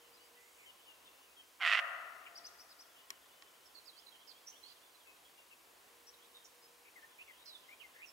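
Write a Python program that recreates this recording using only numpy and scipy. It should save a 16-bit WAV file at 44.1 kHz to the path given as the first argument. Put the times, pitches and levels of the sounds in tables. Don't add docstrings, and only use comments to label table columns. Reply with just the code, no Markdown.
import sys
import numpy as np
from scipy import signal
from scipy.fft import rfft, irfft, next_fast_len
from scipy.io import wavfile

SR = 44100
rng = np.random.default_rng(int(sys.argv[2]) if len(sys.argv) > 2 else 0)


def log_audio(samples):
    frames = np.atleast_2d(samples).T
    limited = np.clip(frames, -1, 1)
    pcm = np.round(limited * 32767).astype(np.int16)
    wavfile.write(sys.argv[1], SR, pcm)


N = 358091
TIME = np.arange(N) / SR

# freq_hz, level_db
AIR_SPECTRUM = [(20, -138), (45, -120), (62, -105), (90, -114), (190, -112), (300, -103), (450, -101),
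                (900, -101.5), (1040, -97), (1200, -102.5), (1700, -105), (2800, -106), (4500, -113),
                (9000, -125)]
# freq_hz, coherence
AIR_COHERENCE = [(60, 0.82), (290, 0.51), (640, 0.49), (1400, 0), (9000, 0)]
# freq_hz, density_db
HISS_SPECTRUM = [(20, -145), (200, -117), (1000, -107), (3000, -107.5), (8000, -108.5), (15500, -110.5)]
# start_s, end_s, level_db
FAR_SWELLS = [(-0.3, 0.655, -75.5), (5.8, 6.97, -76.5)]
# freq_hz, gain_db
RASP_SPECTRUM = [(4500, -37), (6800, 1), (9000, -4), (11500, -29)]

# start_s, end_s, pitch_hz, level_db, left_minus_right_db
WARBLE_PHRASES = [(-0.1, 0.33, 4720, -70, 2), (-0.1, 1.5, 2850, -73.5, -0.5), (2.75, 3.8, 3200, -74.5, 0.5),
                  (3.751, 5.4, 3257, -70.5, -3.5), (6.05, 6.5, 3490, -72, -6), (6.95, 8.1, 3103, -72, -2.5)]
PERCH_SIDE_DB = {"left": 6, "ahead": 2.45, "half right": -4, "right": -13}
# start_s, length_s, from_hz, to_hz, buzz_share, level_db, perch
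SLURRED_NOTES = [(0.337, 0.18, 1923, 2210, 0.03, -68.5, "right"),
                 (0.563, 0.14, 2560, 2040, 0.052, -68, "half right"),
                 (0.649, 0.072, 3190, 2880, 0, -62.5, "left"), (0.855, 0.073, 3150, 2740, 0, -63, "left"),
                 (1.052, 0.036, 3730, 3460, 0, -64, "ahead"),
                 (1.358, 0.069, 3260, 3100, 0.0046, -61.5, "ahead"),
                 (2.252, 0.035, 3130, 2190, 0.15, -56.5, "ahead"),
                 (2.947, 0.085, 2970, 2930, 0.0076, -70, "ahead"),
                 (3.65, 0.034, 5800, 4980, 0.015, -67, "right"),
                 (3.739, 0.068, 4510, 4125, 0.04, -59, "right"), (3.85, 0.031, 4830, 5350, 0, -65, "right"),
                 (3.869, 0.04, 5080, 3680, 0, -57, "right"),
                 (3.96, 0.045, 4020, 5600, 0.044, -62.5, "right"),
                 (4.059, 0.039, 4140, 3930, 0.04, -58.5, "right"),
                 (4.109, 0.065, 3240, 3160, 0, -67, "right"),
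                 (4.268, 0.061, 5500, 4090, 0.077, -59, "right"),
                 (4.461, 0.056, 5620, 6200, 0.057, -54.5, "half right"),
                 (4.626, 0.053, 4060, 4500, 0, -57.5, "right"),
                 (4.668, 0.072, 4480, 4400, 0.091, -62.5, "right"),
                 (4.941, 0.034, 4050, 4000, 0.018, -67, "right"),
                 (5.051, 0.1, 2640, 2544, 0, -66.5, "left"), (5.36, 0.078, 2820, 2760, 0, -67, "left"),
                 (5.5, 0.042, 2920, 2550, 0.02, -63.5, "left"),
                 (6.064, 0.043, 5440, 5700, 0.056, -61, "ahead"),
                 (6.135, 0.016, 4100, 3780, 0, -63.5, "right"), (6.34, 0.042, 3690, 3740, 0, -58, "ahead"),
                 (6.438, 0.038, 6230, 6000, 0.13, -62, "half right"),
                 (6.617, 0.057, 5100, 5100, 0, -68, "ahead"),
                 (6.838, 0.0663, 2320, 2600, 0.072, -66.5, "ahead"),
                 (6.95, 0.056, 2220, 1746, 0, -60.5, "ahead"), (7.02, 0.039, 1750, 1870, 0, -60, "ahead"),
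                 (7.18, 0.055, 2330, 2900, 0.052, -56.5, "half right"),
                 (7.27, 0.057, 2470, 1880, 0.046, -61, "ahead"),
                 (7.376, 0.072, 3620, 3950, 0.014, -67, "ahead"),
                 (7.674, 0.08, 2000, 2590, 0.038, -60.5, "ahead"),
                 (7.796, 0.038, 3180, 2550, 0.058, -56.5, "right"),
                 (7.831, 0.036, 2255, 2020, 0.008, -60, "ahead"),
                 (7.938, 0.093, 1815, 2060, 0.09, -63.5, "ahead"),
                 (8.01, 0.047, 2216, 2890, 0.065, -55, "half right"),
                 (8.052, 0.062, 5940, 5140, 0.033, -64, "right")]
# start_s, top_hz, end_hz, level_db
CHIP_NOTES = [(2.347, 5820, 3300, -54.5), (2.437, 5980, 2980, -53), (2.579, 5770, 4930, -60.5),
              (2.685, 5000, 3300, -63), (2.782, 6000, 4000, -60)]
# harmonic, level_db, length_share
MEW_OVERTONES = [(6, -57.5, 0.98), (7, -60, 0.46), (8, -66.5, 0.4)]

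# start_s, level_db, left_minus_right_db, treble_tilt_db
CLICKS = [(3.1042, -39.5, -0.5, -5), (3.4228, -54, -5, -27)]
# freq_hz, level_db, t60_s
CLICK_MODES = [(1100, -9.5, 0.052), (1890, -0.5, 0.02), (2260, -1, 0.014), (3200, -6, 0.02),
               (4150, -8, 0.023), (5070, -5, 0.012), (5500, 7, 0.007), (6900, 5, 0.0025), (9360, 6, 0.0053),
               (11040, -17, 0.0032), (12700, -5, 0.0076), (14560, -33, .004)]
# freq_hz, gain_db
KNOCK_SPECTRUM = [(60, -30), (270, 4), (600, -4.5), (1200, 1), (2500, -3), (8000, -37)]

# freq_hz, gain_db, t60_s
WOOD_ECHO = [(302, -13, 1.2), (450, -8, 2), (610, 4, 1.4), (845, -6.5, 1.7), (1060, -5, 1.4),
             (1310, -4.5, 1.36), (1890, -11, 1.17), (2825, -16.5, 1.18), (3960, -19.5, 1.2),
             (9000, -10, 0.56)]
# freq_hz, left_minus_right_db
WOOD_SIDE = [(400, 0), (700, 2.5), (1300, 7), (2000, 4.5), (3000, 1.5), (6000, -2)]
# freq_hz, coherence
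WOOD_COHERENCE = [(300, .75), (680, 0.91), (1400, 0.34), (3000, 0)]
# freq_hz, gain_db
FAR_ECHO_SPECTRUM = [(400, -16), (700, 4.5), (1000, -3), (1380, 2.5), (1700, 1.5), (2200, -4), (5000, -25)]

# freq_hz, gain_db
SLAP_SPECTRUM = [(60, -70), (300, -73), (480, -40), (850, -29), (1150, -11.5), (1650, -10.5), (2200, -10.5),
                 (3100, -12.5), (4000, -20.5), (5200, -26.5), (7000, -32.5), (10000, -37), (15000, -51)]
# freq_hz, width_hz, gain_db
THROAT_RESONANCES = [(659, 45, 19), (709, 41, 14), (1350, 88, 3.5), (1910, 83, 11.5), (2640, 200, 7)]

ATTACK_S, HOLD_S, RELEASE_S = 0.03, 0.1721, 0.015
SHUT_DB = -23


def gain_of(db):
    return 10 ** (np.asarray(db) / 20)


def unit_rms(x):
    return x / np.sqrt(np.mean(x ** 2) + 1e-20)


def curve_at(points, hz):
    freqs, values = np.transpose(points)
    return np.interp(np.log(hz + 1), np.log(freqs + 1), values)


def colour(x, points):
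    size = next_fast_len(x.shape[-1] + 4096)
    gain = gain_of(curve_at(points, np.fft.rfftfreq(size, 1 / SR)))
    return irfft(rfft(x, size) * gain, size)[..., :x.shape[-1]]


def resonate(x, hz, width_hz):
    turn = np.exp(2j * np.pi * np.cumsum(hz * np.ones(len(x))) / SR)
    pole = np.exp(-np.pi * width_hz / SR)
    return 2 * (turn * signal.lfilter([1 - pole], [1, -pole], x / turn)).real


def sine(hz):
    return np.sin(2 * np.pi * np.cumsum(hz) / SR)


def waver(size, hz):
    padded = next_fast_len(size + SR, True)
    lowpass = np.exp(-(np.fft.rfftfreq(padded, 1 / SR) / hz) ** 2)
    return unit_rms(irfft(rfft(rng.standard_normal(padded)) * lowpass))[:size]


def fade(t, t60):
    return np.exp(-np.log(1000) * t / t60)


def held(t, start, end, ramp):
    return np.clip(np.minimum(t - start, end - t) / ramp, 0, 1)


def progress(length_s):
    return np.linspace(0, 1, max(int(length_s * SR), 64))


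def add(mix, start_s, sound):
    part = mix[..., max(round(start_s * SR), 0):][..., :sound.shape[-1]]
    part += sound[..., :part.shape[-1]]


def panned(x, side_db, max_lag_s=0.00015):
    lag_s, size = max_lag_s * np.tanh(side_db / 2), len(x) + 64
    shift = np.exp(1j * np.pi * np.outer([lag_s, -lag_s], np.fft.rfftfreq(size, 1 / SR)))
    pair = irfft(rfft(np.pad(x, 32)) * shift, size)
    return unit_rms(gain_of([[side_db / 2], [-side_db / 2]])) * pair


def foliage(x, t60):
    leaves = rng.standard_normal((2, SR)) * fade(TIME[:SR], t60)
    return signal.fftconvolve(x, leaves / np.linalg.norm(leaves[0]), axes=1)[:, :N]


def air_and_hiss(lift_db=1.0, swell_db=0.7, swell_hz=3):
    left, unrelated, hiss = rng.standard_normal((3, N)) * np.sqrt(SR / 2)
    coherence = curve_at(AIR_COHERENCE, np.fft.rfftfreq(N, 1 / SR))
    right = irfft(coherence * rfft(left) + np.sqrt(1 - coherence ** 2) * rfft(unrelated), N)
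    air = colour(np.array([left, right]), AIR_SPECTRUM)
    return air * gain_of(lift_db + swell_db * waver(N, swell_hz)) + colour(hiss, HISS_SPECTRUM)


def far_tone(pitch_hz=477, drift_hz=6, rest_db=-86.5, ramp_s=0.13):
    tone = unit_rms(sine(pitch_hz + drift_hz * waver(N, 24.9)) * (1 + 0.19 * waver(N, 42)))
    swells = sum(gain_of(db) * held(TIME, start, end, ramp_s) for start, end, db in FAR_SWELLS)
    return tone * np.maximum(gain_of(rest_db), swells)


def insect_rasp(start_s=0.37, length_s=0.35, level_db=-74):
    size, out = int(length_s * SR), np.zeros(N)
    rasp = unit_rms(colour(rng.standard_normal(size), RASP_SPECTRUM))
    add(out, start_s, gain_of(level_db) * rasp * signal.windows.tukey(size, .3))
    return out


def far_warble(voices=3, note_rate_hz=18, wander=0.08, t60=0.091, ramp_s=0.13):
    out, size = np.zeros((2, N)), 2 * SR
    for start, end, hz, db, side_db in WARBLE_PHRASES:
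        notes = np.zeros(size)
        for _ in range(voices):
            whistle = sine(hz * np.exp(wander * waver(size, 20)))
            notes += whistle * np.clip(waver(size, note_rate_hz), 0, 1)
        envelope = held(TIME[:size] + max(start, 0), start, end, ramp_s)
        add(out, start, panned(gain_of(db) * unit_rms(notes) * envelope, side_db))
    return foliage(out, t60)


def syllable(glide_hz, buzz_share, buzz_hz=145, unsteady=0.0065, flicker=0.32):
    size = len(glide_hz)
    buzz = sine(buzz_hz * (1 + 0.254 * waver(size, 80)))
    whistle = sine(glide_hz * (1 + unsteady * waver(size, 200) + buzz_share * buzz))
    return unit_rms(whistle * signal.windows.tukey(size, .5) * (1 + flicker * waver(size, 230)))


def slurs(hang_share=0.102):
    out = np.zeros((2, N))
    for start, length, from_hz, to_hz, buzz_share, db, perch in SLURRED_NOTES:
        along, span_hz = progress(length), to_hz - from_hz
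        glide = from_hz + span_hz * along - hang_share * abs(span_hz) * np.sin(np.pi * along)
        add(out, start, panned(gain_of(db) * syllable(glide, buzz_share), PERCH_SIDE_DB[perch]))
    return out


def chips(length_s=0.052, lead_hz=4880, lead_db=-1, top_at=0.62, buzz_share=0.055, side_db=3.5):
    out, along = np.zeros((2, N)), progress(length_s)
    swell_db = np.interp(along, [top_at / 2, top_at], [lead_db, 0])
    for start, top_hz, end_hz, db in CHIP_NOTES:
        glide = np.interp(along, [top_at / 2, top_at, 1], [lead_hz, top_hz, end_hz])
        add(out, start, panned(gain_of(db + swell_db) * syllable(glide, buzz_share), side_db))
    return out


def mew(start_s=7.448, length_s=0.15, from_hz=748, to_hz=535, side_db=-7.0):
    out = np.zeros((2, N))
    pitch_hz = from_hz + (to_hz - from_hz) * progress(length_s)
    for harmonic, db, share in MEW_OVERTONES:
        glide = harmonic * pitch_hz[:int(share * len(pitch_hz))]
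        add(out, start_s, panned(gain_of(db) * syllable(glide, buzz_share=0), side_db))
    return out


def birds(trim_db=-0.6, twigs_db=-7.0, twigs_t60=0.1, far_db=-9.5, far_t60=1.0):
    song = gain_of(trim_db) * (slurs() + chips() + mew())
    return song + gain_of(twigs_db) * foliage(song, twigs_t60) + gain_of(far_db) * foliage(song, far_t60)


def clicks(slip_s=.0006, grit=0.74, crack_db=-5, crack_t60=0.011, thud_db=-20, thud_t60=0.2):
    out, t = np.zeros((2, N)), TIME[:SR // 10]
    modes = sum(gain_of(db) * fade(t, t60) * np.cos(2 * np.pi * hz * t) for hz, db, t60 in CLICK_MODES)
    for start, db, side_db, tilt_db in CLICKS:
        slip, crack, knock = rng.standard_normal((3, 2, len(t)))
        force = grit * slip * t / slip_s * np.exp(-t / slip_s)
        force += signal.unit_impulse(len(t), round(slip_s * SR))
        ring = unit_rms(signal.fftconvolve(force, modes[None], axes=1)[:, :len(t)])
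        crack = unit_rms(crack * fade(t, crack_t60) * np.minimum(t / slip_s, 1))
        tick = colour(ring + gain_of(crack_db) * crack,
                      [(100, -22), (1000, 0), (4000, 0), (16000, tilt_db)])
        tick /= np.std(tick[:, :SR // 200])
        thud = gain_of(thud_db) * unit_rms(colour(knock, KNOCK_SPECTRUM)) * fade(t, thud_t60)
        add(out, start, gain_of([[db + side_db / 2], [db - side_db / 2]]) * (tick + thud))
    return out


def wood_echo(x, delay_s=0.023, build_s=0.085, far_db=-25, far_t60=6, wet_db=4.0):
    t = TIME[:int(2.5 * SR)]
    hz, frame_s, bands = signal.stft(rng.standard_normal((2, len(t))), SR, nperseg=512)
    hz, echo = hz[:, None], np.array(WOOD_ECHO)
    coherence = curve_at(WOOD_COHERENCE, hz)
    bands[1] = coherence * bands[0] + np.sqrt(1 - coherence ** 2) * bands[1]
    level_db, t60 = curve_at(echo[:, [0, 1]], hz), curve_at(echo[:, [0, 2]], hz)
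    near = fade(frame_s, t60)
    far = gain_of(far_db + curve_at(FAR_ECHO_SPECTRUM, hz)) * fade(frame_s, far_t60)
    side_db = np.multiply.outer([.5, -.5], curve_at(WOOD_SIDE, hz))
    equal_energy = np.sqrt(2 * np.log(1000) / (t60 * SR))
    bands *= np.hypot(near, far) * gain_of(level_db + side_db) * equal_energy
    tail = signal.istft(bands, SR, nperseg=512)[1][:, :len(t)]
    tail *= np.clip((t - delay_s) / build_s, 0, 1)
    return gain_of(wet_db) * signal.fftconvolve(x[None], tail, axes=1)[:, :N]


def grass_scatter(x, t60=0.071):
    return colour(foliage(x[None], t60), [(500, -24), (1500, -19), (3000, -14), (7000, -2), (14000, -1)])


def effort_db(t, sag_db=-2.5, shudder_hz=15.42, shudder_db=0.9, surge_s=0.137):
    rise = np.clip(1 - t / ATTACK_S, 0, 1)
    fall = np.maximum(t - ATTACK_S - HOLD_S, 0) / RELEASE_S
    arch = np.clip(2 * (t - ATTACK_S) / HOLD_S - 1, -1, 1) ** 2
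    shudder = np.cos(2 * np.pi * shudder_hz * (t - surge_s))
    return sag_db * arch + SHUT_DB * (rise ** 2 + fall) + shudder_db * shudder


def hard_snaps(t, closures, count=30, gap_s=0.0135, spread=0.6, snap_db=16, scatter_db=1.0):
    snaps, flow = np.zeros(len(t)), np.ones(len(t))
    for k, (offset, size) in enumerate(rng.uniform(-1, 1, (count, 2))):
        due_s = ATTACK_S + gap_s * max(k + spread * offset, 0)
        at = closures[np.argmin(abs(t[closures] - due_s))]
        snaps[at] = gain_of(snap_db + scatter_db * size)
        flow *= 1 - .75 * np.exp(-((t - t[at] + .0018) / .0022) ** 2)
    return snaps, flow


def throat(drive, mouth):
    slaps = colour(drive, SLAP_SPECTRUM)
    ring = sum(gain_of(db) * resonate(slaps, hz * mouth, width) for hz, width, db in THROAT_RESONANCES)
    return slaps + ring


def bark(start_s=1.595, level_db=-32.9, pulse_hz=202.4, jitter=.2, breath_share=0.49, puff_cycles=0.98,
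         voice_db=1.5, slap_hz=5000, dull_hz=2600):
    t = np.arange(0, ATTACK_S + HOLD_S + RELEASE_S + 0.054, 1 / SR)
    push_db = effort_db(t)
    strength, slack_db = gain_of(push_db), np.maximum(push_db, SHUT_DB)
    pitch_hz = pulse_hz + 1.5 * slack_db
    mouth = 0.99 - 0.03 * slack_db
    tissue = signal.butter(2, slap_hz, fs=SR)
    cycles = np.cumsum(pitch_hz * np.exp(jitter * waver(SR, 147)[:len(t)])) / SR
    uneven_db = np.clip(waver(SR, 350)[:len(t)], -1.5, 1.5)
    slaps = np.diff(np.floor(cycles), prepend=0) * gain_of(uneven_db)
    puffs = np.exp(-(cycles % 1) / puff_cycles) * rng.standard_normal(SR)[:len(t)]
    drive = np.sqrt(1 - breath_share) * signal.lfilter(*tissue, unit_rms(slaps))
    drive += np.sqrt(breath_share) * unit_rms(puffs)
    snaps, flow = hard_snaps(t, np.flatnonzero(slaps))
    voice = throat(drive * flow * strength * gain_of(voice_db), mouth) / np.std(throat(drive, mouth))
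    snap_drive = signal.lfilter(*tissue, snaps * strength * gain_of(0.2 * push_db))
    one_snap = throat(signal.lfilter(*tissue, signal.unit_impulse(1024, "mid")), mouth=0.89)
    voice += throat(snap_drive, mouth) / abs(one_snap).max()
    dull = signal.filtfilt(*signal.butter(2, dull_hz, fs=SR), voice)
    treble = (voice - dull) * gain_of(1.5 * slack_db)
    out = np.zeros(N)
    add(out, start_s, gain_of(level_db) * unit_rms(dull + treble))
    return out


def deer(left_tilt=((600, -.4), (1300, -1.0), (2400, -3.0), (5000, -3.0), (15000, -2.5))):
    voice = bark()
    right_tilt = [(hz, -db) for hz, db in left_tilt]
    direct = np.array([colour(voice, left_tilt), colour(voice, right_tilt)])
    return direct + grass_scatter(voice) + wood_echo(voice)


def scene():
    return deer() + birds() + far_warble() + clicks() + far_tone() + insect_rasp() + air_and_hiss()


def record(dry):
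    lowpass = signal.firwin(511, 15800, window=("kaiser", 9), fs=SR)
    return signal.oaconvolve(dry, lowpass[None], "same")


dry = scene()
out = record(dry)
log_audio(out)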